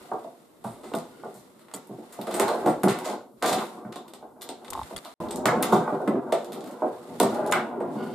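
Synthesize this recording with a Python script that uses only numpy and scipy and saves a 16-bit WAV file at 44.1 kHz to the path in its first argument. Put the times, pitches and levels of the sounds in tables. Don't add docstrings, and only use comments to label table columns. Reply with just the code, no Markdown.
import sys
import numpy as np
from scipy import signal
from scipy.fft import rfft, irfft, next_fast_len
from scipy.io import wavfile
from scipy.ndimage import uniform_filter1d

SR = 44100
rng = np.random.default_rng(int(sys.argv[2]) if len(sys.argv) > 2 else 0)


def transcribe(signal):
    frames = np.atleast_2d(signal).T
    limited = np.clip(frames, -1, 1)
    pcm = np.round(limited * 32767).astype(np.int16)
    wavfile.write(sys.argv[1], SR, pcm)


N = 358974
HIT = 16384


def amp(db):
    return 10 ** (np.asarray(db) / 20)


def rms_one(x):
    return x / np.sqrt(np.mean(x ** 2) + 1e-20)


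def at_hz(points, hz):
    point_hz, value = np.transpose(points)
    return np.interp(np.log(hz + 1), np.log(point_hz), value)


def drift(rate_hz):
    r = np.exp(-80 * np.pi * rate_hz / SR)
    noise = rng.standard_normal(N // 40 + 2002)
    slow = signal.lfilter([1], [1, -2 * r, r * r], noise)[2000:]
    return np.interp(np.arange(N) / 40, np.arange(len(slow)), rms_one(slow))


def modes(hz, t60, size):
    z = np.exp(-2j * np.pi * np.arange(size // 2 + 1) / size)
    r = amp(-60 / (np.asarray(t60)[:, None] * SR))
    w = 2 * np.pi * np.asarray(hz)[:, None] / SR
    return np.sin(w) * z / (1 - 2 * r * np.cos(w) * z + r * r * z * z)


def rattle(t60, first_db, uneven_db):
    t = np.arange(HIT // 2) / SR
    clumps = np.repeat(rng.standard_normal((len(t60), HIT // 256)), 128, axis=1)
    fade_db = -60 * t / np.clip(t60, .003, .6)[:, None]
    chatter = rng.standard_normal((len(t60), HIT // 2)) * amp(fade_db + uneven_db * clumps)
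    chatter /= np.sqrt(np.sum(chatter ** 2, axis=1, keepdims=True))
    chatter[:, 0] += amp(first_db)
    return rfft(chatter, HIT)


def evened(chatter, size):
    return 1 / np.sqrt(uniform_filter1d(abs(chatter) ** 2, size, axis=1))


def causal(gain):
    fold = irfft(np.log(gain))
    fold[..., 1:HIT // 2] *= 2
    fold[..., HIT // 2 + 1:] = 0
    return np.exp(rfft(fold))


def place(hits, start_s, level_db, pan_db, size=1):
    out = np.zeros((2, N + HIT))
    for hit, at, hit_db, side_db in zip(hits, start_s, level_db, pan_db):
        i = round(at * SR)
        loudest = np.sqrt(uniform_filter1d(hit ** 2, size).max())
        out[:, i:i + HIT] += hit / loudest * amp(hit_db + side_db * np.array([[.5], [-.5]]))
    return out[:, :N]


def grains(per_s, spread_db):
    sizes = amp(spread_db * np.minimum(rng.exponential(1, (2, N)), 5))
    sizes = sizes * rng.choice([-1, 1], (2, N))
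    return sizes * (rng.random((2, N)) < per_s / SR)


def widen(pair, alike):
    return np.sqrt(1 + alike) * pair[0] + np.sqrt(1 - alike) * pair[1] * [[1], [-1]]


def pushes(events, body, first_db):
    start_s, peak_db = np.transpose(events)
    hz, level_db, t60 = np.transpose(body)[:, :, None]
    t = np.arange(HIT // 2) / SR
    build = 1 - np.exp(-t * hz / 1.5)
    rings = amp(level_db - 60 * t / t60) * build * np.sin(2 * np.pi * hz * t)
    strength = amp(rng.normal(0, 1.5, (len(start_s), len(hz))))
    taps = rfft(strength @ rings, HIT)
    chatter = rattle(0 * start_s + 0.0025, first_db, uneven_db=1.5)
    return place(irfft(taps * chatter), start_s, peak_db, 0 * start_s)


# start_s [s], peak_db [dB, roughly], tilt_db [dB per octave],
# narrow_db [dB of fall one octave off 500 Hz]
KNOCKS = [(0.116, -18.5, 14, 6), (0.14, -26, -2, 14), (0.244, -28.5, 10.5, 11.5), (0.644, -24, 28.5, 12),
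          (0.65, -27.5, -12, -2.5), (0.839, -35, 9, 1), (0.916, -27.5, 1, 0), (0.94, -16.5, 2, -1.5),
          (1.235, -29, 5.5, -1), (1.255, -27, 5, 16), (1.348, -39.5, 1.5, -5.5), (1.736, -31, -0.5, -0.5),
          (1.893, -31, -3, 0.5), (1.91, -30, -3.5, -1.5), (1.983, -30, -7, 6), (2.187, -24.5, -0.5, -1.5),
          (2.272, -22, 5, 1.5), (2.325, -24.5, -15, 7), (2.345, -21, -3, 11), (2.399, -10, 2.5, 0),
          (2.435, -18.5, 5, -4), (2.509, -18, 11, 9), (2.539, -19, 1, 30), (2.582, -24, 1, 17),
          (2.645, -19, 3, 16), (2.661, -10.5, 2.5, 0), (2.676, -10, 1.5, -1.5), (2.837, -9, -4, 1),
          (2.885, -24, 1, -2.5), (2.872, -13.5, 2, -4.5), (3.061, -22.5, 10, 16), (3.092, -24, 14, 26),
          (3.417, -31.5, 10, 0), (3.426, -16, 5, -1.5), (3.443, -13.5, 8.5, -3.5), (3.459, -20.5, 3, 3),
          (3.485, -15.5, 9, 10), (3.515, -20, 1, -2.5), (3.532, -17, 15, 14), (3.575, -21, 0, 1),
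          (3.849, -28.5, 0.5, -6), (3.959, -28.5, 5, -2), (4.131, -40, -1, 0), (4.226, -32.5, 6.5, 4.5),
          (4.401, -42.5, -9, 15), (4.491, -28, 5, 9), (4.908, -30, 8.5, 6), (4.925, -32.5, -3, 0),
          (5.054, -32, 14, 4.5), (5.455, -14, 0, -5), (5.482, -13.5, 11, -5), (5.574, -19.5, -21, 17),
          (5.626, -33, 16, 1), (5.644, -18.5, 5, -2), (5.7234, -7.5, 8, 0.5), (5.732, -12.5, -7.5, -1),
          (5.763, -16, 0, -3), (5.81, -22, -5, 2), (5.876, -17, 8, -1), (5.922, -18.5, -5, 0),
          (6.001, -20.5, 18, 19), (6.077, -11.5, -10, 3.5), (6.11, -22, -2, -1), (6.145, -13, -20, 35),
          (6.18, -23.5, -33, 38), (6.324, -9.5, 10.5, 38), (6.356, -36, 17, 5), (6.82, -15, 6.5, 3.5),
          (6.833, -18, 5, 11), (6.85, -20.5, -15, 42), (7.201, -8, 4, -1.5), (7.213, -12, -3.5, 1.5),
          (7.232, -15, 3.5, -5), (7.299, -29, -16, 11), (7.523, -23.5, 11, -9.5), (7.533, -14.5, 22, -2.5),
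          (7.56, -20, 17, -4), (7.807, -18, 5.5, 5)]
# [dB, relative]
CABINET = [(125, -23), (160, -15.5), (190, -12), (220, -5.5), (255, -1.5), (300, -5.5), (340, -1.5),
           (372, 1), (415, -3.5), (455, -3), (495, 0), (550, -4.5), (605, 0.5), (655, -2.5), (715, 0.5),
           (780, -2), (840, -1), (915, -2), (990, -4), (1080, -5.5), (1170, -8.5), (1255, -10.5),
           (1350, -10.5), (1450, -11.5), (1570, -14), (1720, -31), (1880, -26.5), (2050, -27), (2250, -28)]
WOOD_CYCLES, WOOD_T60_S = 14.8, 0.028
PITCH_SPREAD = 0.034
KNOCK_RISE_S = 0.0015
KNOCK_RATTLE_S, KNOCK_FIRST_DB = 0.05, 4
KNOCK_CREST_DB = 8
TABLE_PAN_DB = -2


def knocks():
    start_s, peak_db, tilt_db, narrow_db = np.transpose(KNOCKS)
    hz, level_db = np.transpose(CABINET)
    octaves = np.log2(hz / 500)
    strength = amp(level_db + tilt_db[:, None] * octaves - narrow_db[:, None] * octaves ** 2)
    chance = rng.standard_normal((len(start_s), 3, len(hz)))
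    strength = strength * amp(2.0 * chance[:, 0]) * np.sign(chance[:, 1] + .15)
    t = np.arange(HIT // 2) / SR
    fade = amp(-60 * t / (WOOD_T60_S + WOOD_CYCLES / hz)[:, None])
    fade = fade * (1 - np.exp(-t / KNOCK_RISE_S))
    rings = []
    for gains, shift in zip(strength, 1 + PITCH_SPREAD * chance[:, 2]):
        rings.append(gains @ (fade * np.sin(2 * np.pi * (hz * shift)[:, None] * t)))
    rings = rfft(rings, HIT)
    soft = 1 / (1 + 1j * np.arange(HIT // 2 + 1) * SR / HIT / 2000) ** 4
    chatter = rattle(0 * start_s + KNOCK_RATTLE_S, KNOCK_FIRST_DB, uneven_db=-2.0)
    hits = irfft(rings * soft * chatter * causal(evened(chatter, size=40)))
    return place(hits, start_s, peak_db - KNOCK_CREST_DB, 0 * start_s + TABLE_PAN_DB, size=700)


# [dB, relative]
RODS = [(2740, 77, -1.5), (3623, 166, 9), (4160, 260, 3.5), (4750, 220, -18), (2050, 31, -2),
        (7050, 1160, 6.5), (8260, 210, 12.5), (10770, 1100, 5), (13300, 1200, 9)]
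# [dB per Hz, relative]
CRACK = [(710, -1), (1200, 0.5), (1720, -9), (2030, -7.5), (2390, -13.5), (3590, -14.5), (6080, -18),
         (8260, -19), (9020, -17.5), (13800, -24.5), (14800, -30), (16500, -38)]


def rod_colour(size, modes_db):
    hz = np.arange(1, size // 2 + 2) * SR / size
    top_hz, width_hz, level_db = np.transpose(RODS)
    peaks = amp(level_db + modes_db)[:, None] / np.hypot(1, 2 * (hz - top_hz[:, None]) / width_hz[:, None])
    return amp(at_hz(CRACK, hz)) / (1 + (700 / hz) ** 2), peaks


# [dB, up above 5 kHz and down below it]
CLACKS = [(0.642, -33.5, 0.54, 5, 2.5), (0.8352, -36.5, 0.63, 1, -0.5), (0.937, -25.5, 0.045, 12, 0),
          (0.951, -26.5, 0.034, -10, 0), (0.986, -30, 0.012, -10, 0), (1.342, -41, 0.25, -19, 4),
          (1.593, -45.5, 0.2, 9, 1.5), (1.684, -41.5, 0.027, 11, -4), (1.714, -38, 0.011, 11, -1),
          (1.739, -28.5, 0.06, 5, 4.5), (1.775, -42.5, 0.034, 5, 2.5), (1.872, -44.5, 0.02, -3, 10),
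          (2.1246, -35, 0.11, 8, 6.5), (2.214, -29.5, 0.024, -12, -5), (2.2689, -29.5, 0.045, 6, -1),
          (2.309, -29.5, 0.21, 0, -1.5), (2.3413, -20, 0.19, 4, 0), (2.3975, -10.5, 0.038, 13, 5),
          (2.417, -20, 0.05, 9, 1), (2.4802, -23.5, 0.036, 2, -2), (2.511, -41, 0.05, 5, -6),
          (2.6604, -23.5, 0.18, 14.5, 2.5), (2.8336, -14, 0.027, 18.5, 5), (2.8828, -18.5, 0.16, 5.5, -0.5),
          (2.988, -27, 0.05, 0, -2), (3.046, -25, 0.27, -2, -2), (3.099, -29, 0.033, -9, -5),
          (3.4246, -16, 0.14, 2, -1.5), (3.458, -16, 0.28, -3, -1.5), (3.4898, -20, 0.17, 11.5, 2),
          (3.528, -15, 0.03, -7, -3.5), (3.585, -27, 0.048, -9, -19), (3.924, -32.5, 0.023, -4, -6),
          (3.958, -29, 0.034, -8, -2), (4.08, -40, 0.049, -8, -4), (4.136, -31.5, 0.027, -10.5, -3.5),
          (4.4115, -37, 0.077, -18, -6), (4.4187, -29.5, 0.053, -6, 0), (4.49, -24.5, 0.025, -12, -4.5),
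          (4.6468, -35, 0.034, 2, -2.5), (5.049, -29.5, 0.057, -11, -4.5), (5.2853, -37.5, 0.021, -24, -8),
          (5.3084, -24, 0.027, -8, -1), (5.3592, -24, 0.0079, -32, 3), (5.4564, -7, 0.017, 7.5, -1.5),
          (5.4695, -27, 0.06, 13, -11), (5.6268, -15, 0.04, 5.5, 2.5), (5.724, -25, 0.17, -1, 0.5),
          (6.0756, -21.5, 0.034, 22.5, 0.5), (6.323, -18.5, 0.034, 7, -1.5),
          (6.4456, -36, 0.025, -16, -3.5), (6.5213, -29.5, 0.17, -4, -1), (6.607, -38, 0.041, -13, -3.5),
          (6.64, -38, 0.037, -6, -5), (6.659, -44, 0.046, -11, -1), (6.673, -39, 0.054, 4, 0),
          (6.71, -41, 0.057, -4, -1), (7.2, -9, 0.014, -1.5, 1), (7.229, -21, 0.037, -14, -1),
          (7.345, -35, 0.035, -8, 0), (7.4625, -35.5, 0.025, -12, -3), (7.473, -34, 0.032, -8, -1),
          (7.5135, -22, 0.02, 8, 7), (7.521, -16, 0.015, 7, 0), (7.5232, -8, 0.024, 5, -6),
          (7.527, -21, 0.11, 13, -8), (7.804, -35, 0.079, 26, 1.5)]
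CLACK_FIRST_DB, FIRST_DB_PER_HALVING = -13.5, -0.5
SPREAD_DB, SPREAD_HZ = -5.5, 4000


def clacks(start_s, peak_db, t60, body_db, tilt_db, pan_db):
    broad, peaks = rod_colour(HIT, modes_db=1.0)
    struck = amp(rng.normal(0, 5.8, (len(start_s), len(RODS)))) @ peaks
    hz = np.arange(1, HIT // 2 + 2) * SR / HIT
    slope_db = tilt_db[:, None] * np.tanh(2 * np.log2(hz / 5000))
    bright = amp(slope_db + body_db[:, None] / (1 + (hz / 2800) ** 4))
    first_db = CLACK_FIRST_DB + FIRST_DB_PER_HALVING * np.log2(.15 / np.clip(t60, .003, .6))
    chatter = rattle(t60, first_db, uneven_db=3.5)
    even = evened(chatter, size=120)
    aside = amp(SPREAD_DB) * rattle(t60, first_db=-64, uneven_db=-8.5) * 1j * hz / (SPREAD_HZ + 1j * hz)
    pair = chatter[:, None] + aside[:, None] * [[1], [-1]]
    hits = irfft(causal(broad * bright * (1 + struck) * even)[:, None] * pair)
    return place(hits, start_s, peak_db, pan_db)


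def after_hits(base_db, hits, gain_db, rise_s, t60):
    power = np.zeros(N)
    power[np.round(hits[0] * SR).astype(int)] = amp(hits[1] + gain_db) ** 2
    rise, fall = np.exp(-1 / (rise_s * SR)), amp(-60 / (t60 * SR)) ** 2
    dying = signal.lfilter([1], [1, -fall], power + 1e-18)
    power = signal.lfilter([1 - rise], [1, -rise], dying)
    return 10 * np.log10(amp(base_db) ** 2 + power)


# start_s [s], rumble_db [dB, drive of the cabinet],
# rumble_tilt_db [dB per octave], hiss_db [dB]
PLAY = [
    [(0.0, -53, -2, -56), (0.57, -67.5, -6.5, -68.5), (0.83, -48.5, -2, -62.5), (1.3, -59.5, -6.5, -60.5),
     (1.66, -62, -8, -68), (2.1, -56, -2.5, -59.5), (2.5, -37.5, 3.5, -45), (2.78, -45, -3.5, -61),
     (3.13, -39, 0, -50.5), (3.22, -51, 0, -100), (3.4, -67, -9, -67.5), (3.6, -38.5, 2.5, -43.5),
     (3.75, -46, -3.5, -58), (4.3, -60.5, 0.5, -109), (4.75, -48.5, -2.5, -50.5), (5.14, -65, -3, -58)],
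    [(5.2, -37.5, -3.5, -50.5), (5.4, -40, -3.5, -69), (5.52, -28, 0, -74), (5.7, -35.5, -2, -46.5),
     (5.86, -40, 3, -57), (6.05, -36.5, -3, -62), (6.18, -38.5, -3.5, -75), (6.4, -46.5, 0, -58),
     (6.55, -40, -5.5, -63), (6.85, -47, 1, -61), (7.18, -47.5, -8, -55.5), (7.33, -30.5, -2, -49.5),
     (7.7, -37.5, -1.5, -82), (7.92, -39.5, -6.5, -63), (7.95, -34, -4.5, -55.5), (8.14, -42, -6, -58)],
]
SHAKE_DB, SHAKE_RISE_S, SHAKE_T60_S = -21.5, 0.0097, 0.19
BUZZ_DB, BUZZ_RISE_S, BUZZ_T60_S = -37.5, 0.023, 0.42


def play_levels():
    start_s, *play = np.concatenate(PLAY).T
    t = np.arange(N) / SR
    rolling_db, tilt_db, sliding_db = (np.interp(t, start_s, column) for column in play)
    rumble_db = after_hits(rolling_db, np.transpose(KNOCKS), SHAKE_DB, SHAKE_RISE_S, SHAKE_T60_S)
    hiss_db = after_hits(sliding_db, np.transpose(CLACKS), BUZZ_DB, BUZZ_RISE_S, BUZZ_T60_S)
    return rumble_db, tilt_db, hiss_db


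def rumble(level_db, tilt_db):
    taps = grains(per_s=3000, spread_db=2.5)
    taps = taps / taps.std() * amp(level_db + 1.5 * drift(14))
    out = 0
    for k, (hz, mode_db) in enumerate(CABINET):
        r = amp(-60 / ((WOOD_T60_S + WOOD_CYCLES / hz) * SR))
        w = 2 * np.pi * hz / SR
        answer = amp(mode_db + tilt_db * np.log2(hz / 400) + 2.5 * drift(5.4))
        gain = np.sin(w) * np.sqrt(1 - r)
        ring = signal.lfilter([0, gain], [1, -2 * r * np.cos(w), r * r], taps * answer)
        out = out + (-1) ** k * widen(ring, alike=np.clip(1.0 - hz / 5000, 0, 1))
    return out


def hiss(level_db):
    size = next_fast_len(N + HIT)
    broad, peaks = rod_colour(size, modes_db=-9.0)
    grit = grains(per_s=9000, spread_db=2.5) * amp(1.2 * drift(25))
    colour = broad * (1 + peaks.sum(0))
    scale = np.sqrt(np.mean(colour ** 2) * np.mean(grit ** 2))
    coloured = irfft(rfft(grit * amp(level_db), size) * colour, size)[:, :N]
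    return widen(coloured, alike=0.075) / scale


# start_s [s], length_s [s], level_db [dB]
SCRAPES = [(1.111, 0.2, -54), (7.952, 0.3, -42)]
# [dB, relative]
TUBE = [(380, 45, 12), (1440, 39, -0.5), (2160, 91, -8), (2900, 370, 1), (3560, 120, -19), (4470, 130, -9)]
SCRAPE_EDGE_S = 0.036


def scrapes():
    t, size = np.arange(N) / SR, next_fast_len(N + HIT)
    stroke = 0
    for start_s, length_s, level_db in SCRAPES:
        to_edge_s = np.minimum(t - start_s, start_s + length_s - t)
        stroke = stroke + amp(level_db) * np.clip(to_edge_s / SCRAPE_EDGE_S, 0, 1)
    hz, width_hz, tone_db = np.transpose(TUBE)
    colour = amp(tone_db) @ modes(hz, np.log(1000) / (np.pi * width_hz), size)
    grit = rfft(grains(per_s=4000, spread_db=2.5), size)
    sounding = rms_one(irfft(grit * colour, size)[:, :N])
    return stroke * amp(2.0 * drift(17)) * widen(sounding, alike=0.77)


# pitch_hz [Hz], t60_s [s]
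ROOM_T60 = [(150, 0.27), (500, 0.31), (1500, 0.3), (4000, 0.39), (10000, 0.15)]
ROOM_DB, ROOM_GAP_S = -1, 0.0081


def room(x):
    t, tail = np.arange(SR // 2) / SR, 0
    for low in 60 * 2.0 ** np.arange(8):
        octave = signal.butter(2, [low, 2 * low], "band", fs=SR, output="sos")
        band = signal.sosfilt(octave, rng.standard_normal((2, len(t))))
        alike = np.clip(1.0 - 0.065 * np.log2(low / 120) ** 1.57 if low > 120 else 1.0, 0, 1)
        decay = amp(-60 * t / at_hz(ROOM_T60, low * np.sqrt(2)))
        tail = tail + widen(band, alike) * decay / np.sqrt(np.sum(decay ** 2))
    tail = tail * np.clip(t / ROOM_GAP_S, 0, 1) ** 2
    return amp(ROOM_DB) * signal.fftconvolve(x.mean(0)[None], tail, axes=1)[:, :N]


# start_s [s], pitch_hz [Hz], peak_db [dB]
PINGS = [(0.938, 2680, -34), (0.937, 3560, -38), (0.95, 3600, -35), (2.214, 3700, -41), (4.978, 4600, -33),
         (4.963, 3390, -29), (4.967, 9750, -29), (5.6256, 10500, -13), (5.6242, 14000, -17),
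         (5.7245, 13000, -28), (7.229, 8300, -21), (7.4635, 9900, -34), (7.524, 7100, -16)]
PING_T60_S, PING_RATTLE_S = 0.022, 0.0087


def pings():
    start_s, hz, peak_db = np.transpose(PINGS)
    t60 = PING_T60_S * (3600 / hz) ** 2
    shaken = rattle(0 * start_s + PING_RATTLE_S, first_db=-9.0, uneven_db=15.0)
    return place(irfft(modes(hz, t60, HIT) * shaken), start_s, peak_db, 0 * start_s)


# start_s [s], peak_db [dB]
JINGLES = [(1.738, -27), (1.7415, -27), (1.7455, -25), (1.75, -29), (1.763, -31), (1.768, -38)]
# pitch_hz [Hz], level_db [dB, relative], t60_s [s]
JINGLE_MODES = [(3300, -10, 0.011), (4500, -6, 0.011), (5680, -21, 0.013), (7240, 0, 0.0094),
                (8000, 3, 0.012), (8900, 1, 0.0089)]


def jingle():
    return pushes(JINGLES, JINGLE_MODES, first_db=1.0)


# [dB, left over right]
TICKS = [(4.681, -35, -5, 13), (4.7037, -20, 9, 0), (4.733, -27.5, -2, 17), (4.832, -29.5, -2, -1),
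         (4.9634, -30.5, -2, 19.5), (4.968, -36, -2, -17), (4.978, -32.5, 1, -11), (4.987, -38, -4, 22)]


def ticks():
    start_s, peak_db, tilt_db, pan_db = np.transpose(TICKS)
    return clacks(start_s, peak_db, 0 * start_s + 0.02, 0 * start_s, tilt_db, pan_db)


# start_s [s], peak_db [dB]
SLIPS = [(4.725, -28), (4.7346, -40), (4.743, -34), (4.7515, -22.5), (4.763, -34), (4.7761, -24),
         (4.792, -22), (4.815, -23.5)]
# pitch_hz [Hz], level_db [dB, relative], t60_s [s]
SLIP_MODES = [(890, 8, 0.028), (1040, 8, 0.022), (152, -12, 0.03), (2100, -12, 0.004), (3730, -7, 0.008),
              (4550, -13, 0.004)]


def creak():
    return pushes(SLIPS, SLIP_MODES, first_db=14.0)


# start_s [s], level_db [dB]
SWAY = [(0.0, -64), (0.22, -100), (0.7, -66), (1.84, -84), (2.45, -64), (2.54, -83), (2.72, -62),
        (3.35, -87), (3.42, -65), (3.72, -83), (4.67, -76), (4.71, -53), (4.85, -47), (4.89, -86),
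        (4.96, -48), (5.039, -91), (5.21, -52), (5.7, -62), (7.03, -97.5), (7.19, -60), (8.14, -74)]
SWAY_LOW_HZ, SWAY_HIGH_HZ = 41, 114


def sway():
    band = signal.butter(3, [SWAY_LOW_HZ, SWAY_HIGH_HZ], "band", fs=SR, output="sos")
    low = signal.sosfilt(band, rng.standard_normal((2, N)))
    level_db = np.interp(np.arange(N) / SR, *np.transpose(SWAY))
    return amp(level_db + 2.0 * drift(9.5)) * rms_one(low)


# [dB per Hz, relative]
AIR = [(15, -44), (25, -36), (64, -17), (123, 2), (354, 11), (714, 1), (1400, -9), (1790, -27),
       (12200, -14.5), (14800, -22), (16000, -61)]
AIR_DB = -58.5


def air():
    size = next_fast_len(N)
    colour = amp(at_hz(AIR, np.arange(size // 2 + 1) * SR / size))
    pair = irfft(rfft(rng.standard_normal((2, size))) * colour, size)[:, :N]
    return amp(AIR_DB) * rms_one(widen(pair, alike=0.31))


def scene():
    rumble_db, tilt_db, hiss_db = play_levels()
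    table = knocks() + clacks(*np.transpose(CLACKS), pan_db=np.zeros(len(CLACKS)))
    table = table + room(table) + rumble(rumble_db, tilt_db) + hiss(hiss_db) + scrapes()
    table = signal.sosfilt(signal.butter(4, 105, "high", fs=SR, output="sos"), table)
    return table + pings() + jingle() + ticks() + creak() + sway() + air()


# pitch_hz [Hz], width_hz [Hz], depth [0-1]
TREBLE_DIP = (6180, 1080, 0.33)
# start_s [s], end_s [s]
DROPOUT_S = (5.140, 5.202)
CUTOFF_HZ = 16640


def record(dry):
    t = np.arange(N) / SR
    hz, width_hz, depth = TREBLE_DIP
    peak = signal.lfilter(*signal.iirpeak(hz, hz / width_hz, fs=SR), dry)
    dry = dry - np.clip(depth, 0, 1) * peak
    outside_s = np.maximum(DROPOUT_S[0] - t, t - DROPOUT_S[1])
    heard = np.clip(outside_s / 0.00015, .004, 1)
    return signal.sosfilt(signal.cheby2(12, 70, CUTOFF_HZ, fs=SR, output="sos"), dry * heard)


dry = scene()
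out = record(dry)
transcribe(out)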